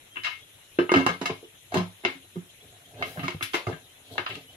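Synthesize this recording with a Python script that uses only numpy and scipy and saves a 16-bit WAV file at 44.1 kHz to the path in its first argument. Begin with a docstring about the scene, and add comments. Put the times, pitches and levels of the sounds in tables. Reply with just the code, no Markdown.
"""A small kitchen, a phone's stereo microphone close above an aluminium pressure cooker.
The room hums and hisses, with faint, short, thin flickering tones near 3 kHz. The lid is set on its pot:
the rims knock, chatter and grind, and pot and lid ring briefly, damped by the hand and the water.
Late on, a hand slides over the metal with a high hiss."""
import sys
import numpy as np
from scipy import signal
from scipy.fft import rfft, irfft, next_fast_len
from scipy.io import wavfile
from scipy.ndimage import uniform_filter1d, minimum_filter1d

SR = 44100
rng = np.random.default_rng(int(sys.argv[2]) if len(sys.argv) > 2 else 0)


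def wav_record(signal):
    """Record a signal, one row per channel, as 16-bit PCM in the file named by sys.argv[1]."""
    frames = np.transpose(np.atleast_2d(signal))
    bounded = np.clip(frames, -1, 1)
    # unit amplitude maps onto the largest positive 16-bit level
    quanta = np.round(bounded * 32767).astype(np.int16)
    wavfile.write(sys.argv[1], SR, quanta)


N = 201272


def amp(db):
    return 10 ** (np.asarray(db) / 20)

def unit_rms(x):
    return x / np.sqrt(np.mean(x ** 2) + 1e-20)

def along(points, hz):
    """Read (Hz, value) points on a log axis."""
    f, v = np.transpose(points)
    return np.interp(np.log(hz + 1), np.log(f + 1), v)

def filtered(x, response):
    m = next_fast_len(N + SR // 2)
    return irfft(rfft(x, m) * response(np.fft.rfftfreq(m, 1 / SR)), m)[..., :N]

def patchy_noise(spectrum, likeness, patchy_db):
    """Stereo noise whose level flickers in patches of time and pitch."""
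    z = signal.stft(rng.standard_normal((2, N)), nperseg=512)[2]
    patches = uniform_filter1d(rng.standard_normal(z.shape[1:]), size=10, axis=0)
    patches = unit_rms(uniform_filter1d(patches, size=6, axis=1))
    pair = signal.istft(z * amp(patchy_db * patches), nperseg=512)[1][:, :N]
    turn = lambda hz: np.arccos(np.clip(along(likeness, hz), -1, 1)) / 2
    mid, side = filtered(pair, lambda hz: amp(along(spectrum, hz)) * [np.cos(turn(hz)), np.sin(turn(hz))])
    return unit_rms(np.array([mid + side, mid - side]))


# The kitchen's air, all round the microphone: (frequency [Hz], relative density [dB])
ROOM_SPECTRUM = [(25, 8.5), (65, -3), (100, 4.5), (200, -12.5), (330, -9), (650, -11), (1100, -15.5),
                 (2200, -10.5), (3300, -6.5), (4100, -11), (4500, -25), (5800, -17), (6800, -14.5),
                 (8200, -21), (10500, -10.5), (12500, -17), (15700, -39)]
# Its likeness at the two microphone ports: (frequency [Hz], correlation [-1..1])
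ROOM_LIKENESS = [(60, 1), (240, 0.99), (950, 0.018), (3770, -0.054), (15000, -0.034)]

def room_tone(level_db=-52.5):
    """The kitchen's steady hum and hiss, a little to the left."""
    return amp(level_db) * amp([[1.5], [-1.5]]) * patchy_noise(ROOM_SPECTRUM, ROOM_LIKENESS, patchy_db=2.2)


# The clearer thin tones: (peak time [s], pitch [Hz], level [dB], half length [s])
THIN_TONES = [(0.131, 3200, -50.5, 0.045), (.435, 3350, -49, 0.027), (1.45, 2970, -49.5, 0.021),
              (2.5, 3280, -51.5, 0.017), (2.614, 3370, -50, 0.019), (2.86, 3180, -50, 0.015),
              (4.496, 3000, -47, 0.026)]

def thin_tones(faint_count=70):
    """Short, slightly rising tones, unlike in phase left and right; fainter ones fall at random."""
    faint = rng.random((faint_count, 4)) * [N / SR, 1500, 9, .04] + [0, 2500, -66, .02]
    t = np.linspace(-1, 1, 4001) * 4001 / 2 / SR
    out = np.zeros((2, N + SR))
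    for s, hz, db, half_length in [*THIN_TONES, *faint]:
        arc = (t / half_length) ** 2
        tone = np.sin(2 * np.pi * hz * t + 3 * arc + rng.uniform(0, 2 * np.pi, (2, 1)))
        out[:, round(s * SR):][:, :len(t)] += amp(db) * np.exp(-4 * arc) * tone
    return out[:, len(t) // 2:][:, :N]


RING_T = np.arange(SR // 3) / SR
SIDES = np.reshape([.5, -.5], (2, 1, 1))  # left, right
# The cooker, close under the microphone: (frequency [Hz], left port over right [dB])
LEFT_BIAS = [(60, -3), (300, -0.5), (800, -1.5), (2400, 6.5), (5000, 2), (12000, 22.5)]

def port_balance(hz, pan_db):
    """Level at each port in dB; long waves hardly follow the pan."""
    return SIDES * (along(LEFT_BIAS, hz) + pan_db * hz / (hz + 400))


# Modes of pot and lid: (frequency [Hz], relative level [dB], base time to fall 60 dB [s])
COOKER_MODES = [(101.6, 10, 0.31), (150, 3, 0.16), (178.8, 7, 0.16), (268.4, -1.5, 0.26), (356.1, 2, 0.16),
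                (395.4, -3, 0.077), (443.4, -9.5, 0.16), (531, -16.5, 0.12), (634, -9.5, 0.085),
                (700.2, -3, 0.054), (840.5, -0.5, 0.03), (989, 2, 0.018), (1040, -12, 0.15),
                (1109, -10.5, 0.09), (1229, -2, 0.083), (1314, -9, 0.25), (1575, -1, 0.096),
                (1683.4, -2.5, 0.075), (1920, -27, 0.1), (2147, 0, 0.13), (2420, -48, 0.021),
                (2731.4, -2, 0.077), (2688, -10.5, 0.17), (2980, -15, 0.18), (3000, -9.5, 0.26),
                (3630, -29, 0.14), (3960, 2, 0.053), (4400, -6.5, 0.046), (4934, 5, 0.029),
                (5380, -4.5, 0.23), (6370, 7.5, 0.029)]
# Their phase at the microphone: (frequency [Hz], lead of the left port [rad])
LEFT_LEAD = [(60, 0), (450, .15), (750, -.6), (1200, -1.8), (2200, -4.8), (3900, -11.3), (6000, -16)]

def clear_modes(colour, ring_scale, scatter_db, favour_db, pan_db, taps, blow_share, chatter_s):
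    """Pot and lid ring from a blow; the taps after it feed each mode and jolt its phase."""
    t = RING_T
    hz, db, t60 = np.transpose(COOKER_MODES)[:, :, None]
    hz = hz * (1 + .006 * rng.standard_normal(hz.shape))  # grip and seating shift each mode
    # each port faces another patch of the lid, so short waves arrive with unlike phase
    phase = SIDES * (along(LEFT_LEAD, hz) + hz / (hz + 900) * rng.standard_normal(hz.shape))
    level_db = db + favour_db + along(colour, hz) + port_balance(hz, pan_db)
    # the struck spot varies each mode's strength, pushing some and pulling others
    level_db = level_db + scatter_db * rng.standard_normal(hz.shape)
    phase = phase + np.pi * rng.integers(2, size=hz.shape)
    jolts = np.cumsum(1.35 * taps * rng.standard_normal((len(hz), len(taps))), axis=1)
    phase = phase + uniform_filter1d(np.pad(jolts, [(0, 0), (0, len(t) - len(taps))], "edge"), size=24)
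    loss, feed = 2 * np.log(1000) / (ring_scale * t60), 2 / chatter_s
    tap_energy = feed * (np.exp(-loss * t) - np.exp(-feed * t)) / (feed - loss)
    energy = blow_share * np.exp(-loss * t) + (1 - blow_share) * tap_energy
    envelope = np.sqrt(np.abs(energy)) * (1 - np.exp(-t * hz / 0.24)) ** 2
    return np.sum(amp(level_db) * envelope * np.sin(2 * np.pi * hz * t + phase), axis=1)


# Dense weak modes with the kitchen's answer: (frequency [Hz], time to fall 60 dB [s])
SWARM_DECAY = [(200, 0.31), (600, 0.28), (1500, 0.22), (4000, 0.32), (8000, 0.18), (15000, 0.057)]

def mode_swarm(colour, swarm_db, pan_db, taps, blow_share):
    """The blow and each tap set off a crack and a wash of weak modes, heard as dying noise."""
    t = RING_T
    hz, frame_s, z = signal.stft(rng.standard_normal((2, len(t))), SR, nperseg=128)
    hz = hz[:, None]
    apart = np.clip(hz / 900, 0, 1)  # long waves reach both ports alike
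    z = [z[0], np.sqrt(1 - apart ** 2) * z[0] + apart * z[1]]
    crack = amp(9 - 60 * frame_s / 0.021)
    decay = amp(-60 * frame_s / along(SWARM_DECAY, hz)) + crack
    band = hz / (hz + 500) / (1 + (hz / 9000) ** 3)
    gain = amp(swarm_db + along(colour, hz) + port_balance(hz, pan_db)) * band
    swarm = signal.istft(z * gain * decay, SR, nperseg=128)[1][:, :len(t)]
    hits = np.r_[np.sqrt(blow_share), taps[1:]]
    return signal.fftconvolve(swarm * (1 - np.exp(-t / 0.001)), hits[None], axes=1)[:, :len(t)]

def wall_tail(modes, t60=0.21, low_cut_hz=480):
    """The near walls return the ringing as a blurred tail with little bass."""
    t = RING_T
    walls = rng.standard_normal((2, len(t))) * amp(-60 * t / t60) * (t > .003)
    walls[1] = 0.54 * walls[0] + 0.81 * walls[1]
    walls = signal.lfilter(*signal.butter(1, low_cut_hz, "high", fs=SR), walls / np.linalg.norm(walls[0]))
    return amp(-4) * signal.fftconvolve(modes, walls, axes=1)[:, :len(t)]

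def metal_ring(colour, ring_scale, scatter_db, swarm_db, chatter_s=1e-4, favour_db=0, pan_db=0):
    """The cooker's answer to one blow and the small uneven taps that follow it."""
    early = RING_T[:SR // 10]
    blow_share = 1 / (1 + (chatter_s / 0.011) ** 3)  # 11 ms of chatter carries as much as the blow
    taps = rng.standard_normal(len(early)) * (rng.random(len(early)) < .06) * np.exp(-early / chatter_s)
    taps = np.sqrt(1 - blow_share) * taps / (np.linalg.norm(taps) + 1e-12)
    modes = clear_modes(colour, ring_scale, scatter_db, favour_db, pan_db, taps, blow_share, chatter_s)
    swarm = mode_swarm(colour, swarm_db, pan_db, taps, blow_share)
    onset = 1 - np.exp(-RING_T / (.08 * chatter_s))
    return (modes + wall_tail(modes) + swarm) * onset

def blow_colour(clank_db, rise, fall, thud_db, thud_hz, foot_hz=592, knee_hz=2310, edge_hz=3310):
    """(Hz, dB) points of a blow: the rims' broad clank plus the hollow pot's narrow thud."""
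    hz = np.geomspace(80, 16000, num=120)
    over = lambda corner: np.log2(hz / corner).clip(0)  # octaves
    under = lambda corner: np.log2(corner / hz).clip(0)
    clank = clank_db - 22.5 * under(foot_hz) - rise * under(knee_hz)
    clank = clank - 8 * over(knee_hz) - fall * over(edge_hz)
    thud = thud_db - 14.5 * under(thud_hz) - 66 * over(thud_hz)
    thud = thud - 10 * (1 - np.exp(-(np.log(hz / thud_hz) / 0.23) ** 2))  # favours the nearest pot mode
    return list(zip(hz, 20 * np.log10(amp(clank) + amp(thud))))


# Lid meeting pot, close under the microphone: (time [s], clank [dB], rise to its knee [dB/octave],
# fall past its edge [dB/octave], thud [dB], thud pitch [Hz], pan left [dB], chatter [s],
# rim ring time [factor], pot ring time [factor], lift of five rim regions, low to high [dB each])
LID_CONTACTS = [(0.158, -40.5, 9, 49, -51, 370, 5, 0.0056, 1, 1, 10, -7, 0, -10, 10.5),
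                (0.169, -30, 11.5, 86, -42.5, 352, 1.5, 0.0047, 0.67, 0.89, 17.5, 3.5, 3, -1.5, 3),
                (0.235, -28, 20, 7, -72, 380, -13, 0.0067, 0.19, .3, 0, 5, -6, -8, -3),
                (0.243, -22.5, 9.5, 9.5, -55, 300, 2.5, 0.028, 0.38, 0.85, 6, 3, 4.5, 9, 8.5),
                (0.266, -28.5, 6.5, 19, -71, 380, 3.5, 0.013, 0.39, 0.84, 10, 11, -10, -15, 13),
                (0.31, -39.5, 8, 20, -60, 690, 13, 0.027, 0.5, .5, -5, 3, -4, 8, 8),
                (0.787, -26.5, -5, 16, -9, 403, 0, 0.0056, 0.5, 0.74, 3.5, -2.5, 7, -6.5, 2.5),
                (0.813, -48, -3, 7, -24, 450, 1, 0.0031, 0.63, 1.9, -6, -6, 0, -9, -7),
                (0.893, -33, 3, 32, -28, 376, -2.5, 0.0064, 0.43, 0.44, 14, 16.5, 0, 15.5, 14.5),
                (0.917, -26.5, -4.5, -0.5, -13.5, 366, -3.5, 0.0056, 0.55, 0.58, 8, 1, 6, 3, -20),
                (0.939, -17.5, -2.5, 9, -18.5, 370, -3.5, 0.0026, 0.53, 1.1, 9, 3, 2, -2, 3),
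                (0.951, -60, 0, 12, -5, 270, -3, 0.024, 0.42, 0.57, 0, 2, -2, -2, -3),
                (0.959, -25, 1.5, 2, -26, 366, -1, 0.0018, 0.73, 0.52, -5, 11.5, 7.5, 4, 9),
                (0.985, -32, -2.5, 8, -27.5, 366, 3.5, 0.034, 0.55, 0.86, 8, 6, 5, 8, 6),
                (1.064, -24.5, -7, -2, -7.5, 329, -4, 0.0025, 0.59, 0.22, 7.5, 3.5, 5, -2, 9),
                (1.088, -33.5, -0.5, 8, -21, 252, 9.5, 0.013, 0.75, 1.2, 5, 10.5, 7, 11.5, -8),
                (1.213, -29.5, -5, 2, -17.5, 290, -5.5, 0.013, 0.29, .4, -20, -12, -15, -9, 1),
                (1.256, -24.5, 2, -0.5, -40, 202, -3.5, 0.012, 0.57, 1.05, -2, 5, -3, -0.5, 2),
                (1.296, -43.5, -11, 16, -41, 370, 2.5, 0.0089, 0.53, 0.83, 6, -10, 3, 1, 9),
                (1.302, -35, 38, 22, -27, 157.6, 13, 0.0092, 0.94, 0.53, 0, 0, 0, -13, -10),
                (1.428, -83, -6, 18, -29.5, 455, -1, 0.015, 0.45, 0.5, -7, -5, 0, 0, 0),
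                (1.72, -45, -1, -1, -23, 710, -1, 0.011, .7, 0.81, 0, 4, 0, 1, 2),
                (1.741, -30, -6.5, -2.5, -22, 280, -3, 0.011, 0.44, 0.52, -5, 0, -1, -16, 9),
                (1.753, -34, -11, 3, -24.5, 370, -1.5, 0.022, 0.43, 0.43, -7, 0, 2, 0, -7),
                (1.77, -27, 8, 7.5, -20, 183, 6.5, 0.01, 0.69, 0.64, 19, -1, -4, -11, -7),
                (1.803, -46.5, -9, -3, -25.5, 190, -1, 0.0057, 1, 1.2, 11.5, -9, -3, 5, 0),
                (2.035, -44, -5, 17, -29.5, 353, -4, 0.031, .9, 0.63, 0, -9, 0, 7, 7),
                (2.05, -18.5, 2.5, 13, -21.5, 340, -2, 0.0015, 0.3, 0.68, 13, -11, -4, 9, 2.5),
                (2.057, -30.5, 1.5, 16, -22, 334, 7, 0.016, 0.68, .6, -6, -10, -6, 1, -3),
                (2.152, -68, 6, 12, -40, 267, 3, 0.008, .5, 0.84, 0, 0, 0, 0, 0),
                (2.356, -57.5, 4.5, 6, -29, 360, -4, 0.015, 0.82, 0.74, 12, 16, -3, 4, -7),
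                (2.363, -80, -3, 6, -31.5, 183, -7, 0.015, 0.9, 0.69, 0, 0, -2, 2, -2),
                (3.024, -24.5, 10, 14, -24, 700, -3, 0.005, 0.35, 1.05, 11, 14.5, 0, 1.5, 3),
                (3.058, -43.5, 6, 7, -38, 272, 21, 0.052, 0.29, 0.27, -6, -14, 4, -13, -19),
                (3.173, -47, -3, 31, -30, 160, 2.5, 0.0065, 0.98, 1.2, -2, 3, 11, -11, -10),
                (3.193, -31, 3.5, 17, -26, 260, -2.5, 0.012, 0.19, 0.44, -15, 8, -6, 4.5, 4),
                (3.231, -30, 0, 7, -15, 245.4, -3.5, 0.028, 0.15, 0.42, -10, 14.5, 1, 3, 9),
                (3.281, -27.5, 1.5, 5.5, -31.5, 346, -2.5, 0.0029, 0.37, 0.89, 12, -4, -5, 11.5, -1),
                (3.304, -38.5, 13, 6, -47, 355, 5, 0.0066, 0.32, 0.56, 0, -6, -6, 1, 5),
                (3.344, -69, 10, 5, -14.5, 138.3, 9, 0.018, 0.13, 0.092, 0, 0, 0, 0, 0),
                (3.409, -36, 1.5, 22, -33.5, 326, -6, 0.0039, 0.43, 0.94, -6, 14.5, 0, 6, 4),
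                (3.425, -21, 9.5, 6.5, -33.5, 111, 1, 0.013, 0.11, .12, -11, -4, -3, 7.5, 0.5),
                (3.533, -23, 5, 5.5, -36, 383, -9, 0.016, 0.15, 0.32, 0, 2, 0, -18, -20),
                (3.541, -21, -3, 6, -13.5, 393, 3.5, 0.014, 0.18, 0.063, 0, -15, -15, 3, 7.5),
                (3.668, -38.5, -9, 0, -28, 99.7, -3, 0.0097, 0.28, 0.52, -5, 13, -3, 9.5, 9),
                (3.682, -45.5, -10.5, -2, -28, 445, 4, 0.019, 0.36, 0.76, 7, 0, -5, -1, 0),
                (3.725, -38, 3.5, 34, -29.5, 149, 5, 0.015, 0.18, 0.31, 3, 1, 10.5, -10, -18),
                (4.156, -62, 3, 12, -27, 686, 2, 0.0019, 0.46, 0.73, -6, -6, 0, -6, -8),
                (4.18, -23, 0, 17, -37, 770, -0.5, 0.0039, 0.54, 0.3, -8, -1.5, 2.5, -17, -2),
                (4.192, -42.5, -4.5, 45, -29, 387, 9, 0.0088, 0.7, 0.42, 0, -12, 5, 2, -10),
                (4.263, -24.5, 3.5, 21, -65, 390, -5.5, 0.0062, 0.33, 0.3, 3, 1.5, -4, -26, -3),
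                (4.299, -27, 20, 26, -33, 455, 1, 0.016, 0.57, .55, 7, 6, -2, -9, -1),
                (4.353, -36.5, 16, 3, -39.5, 169.4, -4, 0.0067, 0.26, 0.27, 12, 17, 0, -17, 12.5)]
RIM_REGIONS_HZ, RIM_LOG_WIDTH = [1010, 1215, 1630, 2270, 2840], 0.087
POT_BELOW_HZ = 760  # higher modes belong to the rims

def lid_knocks():
    """The lid strikes and chatters; the grip damps it, and where it lands favours some rim regions."""
    out = np.zeros((2, N + SR))
    hz = np.transpose(COOKER_MODES)[0][:, None]
    regions = np.exp(-(np.log(hz / RIM_REGIONS_HZ) / RIM_LOG_WIDTH) ** 2)
    for s, clank_db, rise, fall, thud_db, thud_hz, pan_db, chatter_s, rim, pot, *lift_db in LID_CONTACTS:
        colour = blow_colour(clank_db, rise, fall, thud_db, thud_hz)
        ring_scale = np.where(hz < POT_BELOW_HZ, pot, rim).clip(.1)
        knock = metal_ring(colour, ring_scale, scatter_db=1.6, swarm_db=3, chatter_s=chatter_s,
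                           favour_db=regions @ np.c_[lift_db], pan_db=pan_db)
        out[:, round(s * SR):][:, :knock.shape[1]] += knock
    return out[:, :N]

def strokes(rows, part):
    """Gain of one part: each stroke swells 30 dB over its rise, holds, and drops 30 dB over its fade."""
    t, gain = np.arange(N) / SR, 0
    for s, rise, hold, fade, *levels_db in rows:
        away = np.maximum((s - t) / rise, (t - s - hold) / fade).clip(0)
        gain = gain + amp(levels_db[part] - 30 * away)
    return gain


# Rim dragged on rim, close up:
# (time at full strength [s], rise [s], hold [s], fade [s], low [dB], dull [dB], bright [dB])
RIM_DRAGS = [(0.96, .02, 0.046, 0.07, -34, -40, -43.5), (1.075, .01, .03, 0.11, -39, -48, -42),
             (1.74, 0.037, 0.047, 0.094, -40, -38.5, -42), (2.64, 0.13, 0.32, 0.15, -63.5, -61, -68),
             (3.01, 0.1, 0.023, 0.22, -40, -34.5, -54), (3.17, 0.037, 0.065, .03, -56, -45, -58),
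             (3.24, .04, .06, .08, -60, -52, -50.5), (3.69, 0.03, 0.035, 0.17, -44.5, -41, -58),
             (4.126, 0.13, 0.1, 0.029, -50.5, -45.5, -48), (4.29, 0.013, 0.085, 0.1, -48.5, -44.5, -46),
             (4.5, 0.11, 0.052, 0.05, -66, -60, -64)]

def rim_grind(waver_db=4, waver_s=.03):
    """Rough rims slip under wavering pressure; their grains ring the metal, low, dull and bright."""
    low = [(200, -30), (270, -17), (365, -25), (445, -6), (540, -5), (700, -35), (4000, -60)]  # (Hz, dB)
    dull = [(360, -33), (540, -14.5), (690, -6.5), (900, -43), (2000, -24), (4000, -50)]
    bright = [(700, -17), (2000, -25), (3000, 7), (4200, 7), (5000, -7), (9000, -9.5)]
    rings = [metal_ring(low, ring_scale=0.5, scatter_db=1.5, swarm_db=-30),
             metal_ring(dull, ring_scale=0.8, scatter_db=6.5, swarm_db=-31),
             metal_ring(bright, ring_scale=0.23, scatter_db=2.5, swarm_db=32)]
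    out = 0
    for part, ring in enumerate(rings):
        pressure = unit_rms(uniform_filter1d(rng.standard_normal(N), size=round(waver_s * SR)))
        grains = rng.standard_normal(N) * amp(5 * rng.standard_normal(N) + waver_db * pressure)
        rubbed = unit_rms(signal.fftconvolve(ring, grains[None], axes=1)[:, :N])
        out = out + rubbed * strokes(RIM_DRAGS, part)
    return out


# A hand on the metal, close up:
# (time at full strength [s], rise [s], hold [s], fade [s], hiss [dB], sheen [dB])
HAND_STROKES = [(3.07, 0.11, 0.051, 0.46, -54.5, -60), (3.43, 0.015, 0.0032, 0.089, -39, -67),
                (3.55, 0.057, 0.0039, 0.11, -48, -68)]
# The skin's hiss and the sheen on top of it: (frequency [Hz], relative density [dB])
SKIN_SPECTRUM = [(3000, -24), (5000, 20), (8000, 13), (10500, 23.5), (13000, 21), (15000, -4), (15700, -12)]
SHEEN_SPECTRUM = [(10000, -32), (13000, -3), (15000, 2), (15700, -4)]

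def hand_slide():
    """Sliding fingers hiss in the treble, nearer the left port."""
    likeness = [(5000, .19)]
    hiss = strokes(HAND_STROKES, part=0) * patchy_noise(SKIN_SPECTRUM, likeness, patchy_db=1.2)
    sheen = strokes(HAND_STROKES, part=1) * patchy_noise(SHEEN_SPECTRUM, likeness, patchy_db=1.2)
    return amp([[4], [-1.5]]) * (hiss + sheen)

def scene():
    """The kitchen as heard from just above the cooker."""
    return room_tone() + thin_tones() + lid_knocks() + rim_grind() + hand_slide()

def record(dry, low_cut_hz=55, ceiling=.55, top_hz=15750):
    """The phone loses the deep bass, limits the peaks and cuts off the highest treble."""
    x = filtered(dry, lambda hz: (1j * hz / (low_cut_hz + 1j * hz)) ** 3)
    needed = np.minimum(1, ceiling / (np.abs(x).max(axis=0) + 1e-9))
    gain = uniform_filter1d(minimum_filter1d(needed, size=441), size=221)
    return filtered(x * gain, lambda hz: hz < top_hz)


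dry = scene()
out = record(dry)
wav_record(out)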